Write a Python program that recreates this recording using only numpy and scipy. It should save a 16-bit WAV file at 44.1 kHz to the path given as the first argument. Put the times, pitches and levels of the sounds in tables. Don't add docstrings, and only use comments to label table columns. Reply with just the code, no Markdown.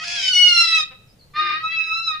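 import sys
import numpy as np
from scipy import signal
from scipy.fft import rfft, irfft, next_fast_len
from scipy.io import wavfile
from scipy.ndimage import uniform_filter1d, minimum_filter1d, map_coordinates

SR = 44100
rng = np.random.default_rng(int(sys.argv[2]) if len(sys.argv) > 2 else 0)


def wav_out(sig):
    wavfile.write(sys.argv[1], SR, np.round(np.clip(np.atleast_2d(sig).T, -1, 1) * 32767).astype(np.int16))


N = 97020
TIME = np.arange(N) / SR


def amp(db):
    return 10 ** (np.asarray(db) / 20)


def unit(x):
    return x / np.sqrt(np.mean(x ** 2) + 1e-20)


def along(points, hz):
    f, value = np.transpose(points)
    return np.interp(np.log(hz + 1), np.log(f + 1), value)


def curves(rows):
    time, *columns = np.transpose(rows)
    return [np.interp(TIME, time, column) for column in columns]


def wobble(rate):
    knots = rng.standard_normal(int(N * rate / SR) + 4)
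    return map_coordinates(knots, [np.arange(N) * rate / SR])


def running_phase(hz):
    return 2 * np.pi * np.cumsum(hz) / SR


def arch_over(start, length):
    return np.sin(np.pi * np.clip((TIME - start) / length, 0, 1))


def filtered(x, response):
    m = next_fast_len(N + SR // 2)
    spectrum = rfft(x, m) * response(np.fft.rfftfreq(m, 1 / SR))
    return irfft(spectrum, m)[..., :N]


def coloured(x, spectrum):
    return unit(filtered(x, lambda hz: amp(along(spectrum, hz))))


# (time [s], pitch [Hz], level [dB], period doubling [dB], rasp [dB])
FALLING_CALL = [(0, 1265, -37, 0, -5), (.03, 1275, -34, -11, -2.5), (.05, 1691, -41.5, -10.5, 11),
                (.15, 1693, -38, -12, 9.5), (.175, 1635, -28, -19.5, -1), (.22, 1553, -33, -12, 7),
                (.29, 1509, -18.5, -21, -7.5), (.308, 1498, -38.5, -8, -4.5),
                (.335, 1453, -18.5, -28.5, -16.5), (.37, 1459, -15.5, -12, -24.5),
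                (.435, 1456, -11.5, -24.5, -30.5), (.468, 1450, -15.5, -13.5, -18.5),
                (.495, 1438, -14.5, -14, -29.5), (.52, 1406, -24, -16.5, -12),
                (.605, 1372, -18, -19, -15.5), (.67, 1329, -29.5, -5.5, -7),
                (.765, 1303, -18, -16.5, -16.5), (.812, 1246, -32.5, -24.5, -4), (.84, 1218, -45, -2.5, -3)]
LEVEL_CALL = [(1.337, 1181, -57, 0.5, 1.5), (1.355, 1210, -44, 4.5, 1), (1.364, 1210, -36, 3, -1),
              (1.398, 1240, -31.5, -5.5, -7), (1.425, 1228, -40, 3, 9.5), (1.51, 1210, -31.5, -9.5, 0.5),
              (1.56, 1253, -35.5, -3.5, 1.5), (1.612, 1268, -50, 11.5, 3), (1.65, 1280, -33.5, -20, -38),
              (1.695, 1308, -30.5, -16, -25.5), (1.725, 1317, -29, -6, -22.5),
              (1.805, 1300, -21, -27.5, -32), (1.85, 1304, -34, -20.5, -15), (1.92, 1299, -26.5, -34, -34),
              (1.99, 1338, -31, -33, -31.5), (2.055, 1330, -41.5, -32, -25.5),
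              (2.08, 1312, -32.5, -54, -20.5), (2.115, 1257, -37, -17, -33.5),
              (2.148, 1242, -43.5, 2, -4.5), (2.2, 1255, -56, -3, -2.5)]
# (frequency [Hz], gain [dB])
FALLING_THROAT = [(900, -30), (1250, 1.5), (2200, 0.5), (3250, 0), (3600, -8), (3900, 5), (5000, -6.5),
                  (5300, -1.5), (5900, -7.5), (6700, -22.5), (8800, -21.5), (10500, -31), (12000, -43),
                  (15000, -42.5)]
LEVEL_THROAT = [(700, -31), (1200, -0.5), (2650, 1), (3050, -24), (3330, -3), (3950, -1), (4900, -18),
                (5250, -13), (6100, -27.5), (6600, -25.5), (8000, -44), (10400, -36), (12000, -52)]
# (frequency [Hz], relative level [dB])
FALLING_RASP = [(300, -29), (1150, -30), (1450, -19), (1780, -2.5), (2300, -5.5), (3200, 0.5), (3900, -10),
                (4700, 4), (5500, -1), (6800, -4.5), (8500, -17.5), (10500, -20.5), (12000, -44)]
LEVEL_RASP = [(300, -15.5), (1100, -19), (1350, -9.5), (1600, 9.5), (2050, 14), (2600, 7), (3300, 0.5),
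              (4100, 4), (5200, 2.5), (6200, -21.5), (14000, -45.5)]
# (time [s], fundamental gain [dB], treble gain [dB])
VOICE_COLOUR = [(.015, -4, -19), (.14, -4.5, 10), (.18, -8.5, -1), (.29, -17, -5), (.31, 1, 14),
                (.34, -29.5, -7.5), (.435, -30, -13), (.495, -19, -11.5), (.525, -7.5, 0.5), (.69, -8, 2),
                (.765, -11, -9), (.805, -1, 7), (1.36, 10, -1.5), (1.4, 14.5, 6), (1.52, 6, -1),
                (1.65, 10.5, -0.5), (1.695, -9.5, -12), (1.74, -12, -9.5), (1.805, -15.5, -16),
                (1.85, -11.5, 1), (1.92, -2, -4.5), (2.06, 1.5, 9.5), (2.14, 11.5, 7)]
# (start [Hz], end [Hz])
TREBLE_HZ = [3100, 3600]
JITTER, RASP_JITTER = 0.0019, 0.01
FALLING_GROWL_HZ, LEVEL_GROWL_HZ = 691.7, 346.7
GROWL_JITTER, GROWL_DB = 0.13, 1
BURST_DB, BURST_RATE = 2, 170
FLUTTER_DB, FLUTTER_RATE = 1.6, 100
DULLING_DB = 15
DOUBLING_SHIMMER_DB = 5


def gull(call, throat, rasp_colour, growl_hz, count=22):
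    pitch, level_db, doubling_db, rasp_db = curves(call)
    low_db, treble_db = curves(VOICE_COLOUR)
    harsh = np.minimum(amp(rasp_db), 1)
    scatter = JITTER * wobble(120) + RASP_JITTER * harsh * wobble(500)
    phase = running_phase(pitch * (1 + scatter))

    tone = np.zeros(N)
    for k in range(1, count + 1):
        hz = k * pitch / 2
        treble = np.interp(hz, TREBLE_HZ, [0, 1])
        if k % 2:
            gain_db = doubling_db + DOUBLING_SHIMMER_DB * wobble(90)
        else:
            flutter_db = FLUTTER_DB * (1 + treble) * wobble(FLUTTER_RATE)
            gain_db = treble_db * treble + low_db * (k == 2) + flutter_db
        top = np.clip(np.log2(hz / TREBLE_HZ[1]), 0, 1)
        gain_db = gain_db - DULLING_DB * harsh * top
        tone += amp(along(throat, hz) + gain_db) * np.sin(k * phase / 2 + rng.uniform(0, 2 * np.pi))

    pulses = np.cos(phase / 2) ** 20
    growl = np.cos(running_phase(growl_hz * (1 + GROWL_JITTER * wobble(400))))
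    noise = unit(rng.standard_normal(N) * pulses * (1 + growl))
    chaos = noise + amp(GROWL_DB) * unit(pulses * growl)
    rasp_gain = amp(rasp_db + BURST_DB * wobble(BURST_RATE))
    rasp = rasp_gain * coloured(smeared(chaos), rasp_colour)

    during_call = 1.0 * ((TIME >= call[0][0]) & (TIME <= call[-1][0]))
    sounding = uniform_filter1d(during_call, size=200)
    return sounding * amp(level_db) * (np.sqrt(2) * tone + rasp)


SMEAR_T60_S = 0.025


def smeared(x):
    t = np.arange(SR // 20) / SR
    smear = rng.standard_normal(len(t)) * amp(-60 * t / SMEAR_T60_S)
    return unit(signal.fftconvolve(x, smear)[:N])


# (time [s], length [s], pitch [Hz], level [dB])
GRUNTS = [(0.003, 0.24, 699.4, -43), (0.776, 0.044, 263.9, -49.5), (0.908, 0.031, 254, -48.5),
          (1.387, 0.094, 354.4, -53.5)]
# (frequency [Hz], relative gain [dB])
GRUNT_THROAT = [(250, -16), (350, 2.5), (720, -4.5), (2600, -5.5), (6000, -24.5)]
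GRUNT_JITTER = 0.016


def grunts(count=14):
    out = np.zeros(N)
    for start, length, hz, db in GRUNTS:
        phase = running_phase(hz * (1 + GRUNT_JITTER * wobble(200)))
        buzz = sum(amp(along(GRUNT_THROAT, k * hz)) * np.sin(k * phase) for k in range(1, count + 1))
        out += amp(db) * np.sqrt(np.abs(arch_over(start, length))) * unit(buzz)
    return out


# (time [s], length [s], pitch [Hz], dip [Hz], level [dB]); a negative dip rises
CHIRPS = [(1.073, 0.061, 5596, 666.5, -59), (1.188, 0.065, 4830, 629.5, -53), (1.3, .045, 4020, -300, -66)]


def small_bird():
    out = np.zeros(N)
    for start, length, hz, dip_hz, db in CHIRPS:
        arch = arch_over(start, length)
        loudness = amp(db + 3.2 * wobble(150)) * np.sqrt(np.abs(arch))
        out += loudness * np.sin(running_phase(hz - dip_hz * arch + 75 * wobble(400)))
    return out


SIDE_WALLS_DB, FRONT_WALLS_DB = -2, -9


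def walls(x):
    side = amp(SIDE_WALLS_DB) * detour(x)
    return amp(FRONT_WALLS_DB) * detour(x) + np.array([side, -side])


WALL_DELAY_S, WALL_SPREAD, WALL_GRAIN_HZ = 0.016, 0.6, 60


def detour(x):
    def response(hz):
        knots = rng.standard_normal(4000)
        scatter = np.interp(hz / WALL_GRAIN_HZ, np.arange(len(knots)), knots)
        delay = WALL_DELAY_S * np.exp(WALL_SPREAD * scatter)
        return np.exp(-2j * np.pi * np.cumsum(delay) * hz[1])
    return filtered(x, response)


# (frequency [Hz], time to fall 60 dB [s])
YARD_DECAY = [(300, 0.36), (1300, 0.54), (3800, 0.5), (12000, 0.067)]
TAIL_DB = -16


def echo(x, t60s):
    hz, t, z = signal.stft(rng.standard_normal((2, SR)), SR, nperseg=256)
    decay = amp(-60 * t / along(t60s, hz)[:, None])
    tail = signal.istft(z * decay, SR, nperseg=256)[1]
    return signal.fftconvolve(x, tail / np.linalg.norm(tail[0]), axes=1)[:, :N]


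# (frequency [Hz], relative level [dB])
TOWN_SPECTRUM = [(25, -3.5), (44, -7.5), (154, -2.5), (278, -18.5), (488, -15.5), (927, -25), (4500, -30.5),
                 (15000, -37)]
# (frequency [Hz], correlation [1 = mono])
TOWN_ALIKE = [(200, 0.87), (600, 0.33), (2000, 0.12)]
TOWN_DB = -53.5


def town():
    def mid_side(hz):
        turn = np.arccos(np.clip(along(TOWN_ALIKE, hz), -1, 1)) / 2
        return amp(along(TOWN_SPECTRUM, hz)) * [np.cos(turn), np.sin(turn)]
    mid, side = filtered(rng.standard_normal((2, N)), mid_side)
    return amp(TOWN_DB) * unit(np.array([mid + side, mid - side]))


def scene():
    falling = gull(FALLING_CALL, FALLING_THROAT, FALLING_RASP, FALLING_GROWL_HZ)
    level = gull(LEVEL_CALL, LEVEL_THROAT, LEVEL_RASP, LEVEL_GROWL_HZ)
    birds = falling + level + grunts() + small_bird()
    yard_tail = amp(TAIL_DB) * echo(birds[None], YARD_DECAY)
    return birds + walls(birds) + yard_tail + town()


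CEILING, TOP_HZ = 0.87, 15400


def record(dry):
    needed = CEILING / np.maximum(np.abs(dry).max(axis=0), CEILING)
    gain = uniform_filter1d(minimum_filter1d(needed, size=900), size=800)
    return filtered(dry * gain, lambda hz: hz < TOP_HZ)


dry = scene()
out = record(dry)
wav_out(out)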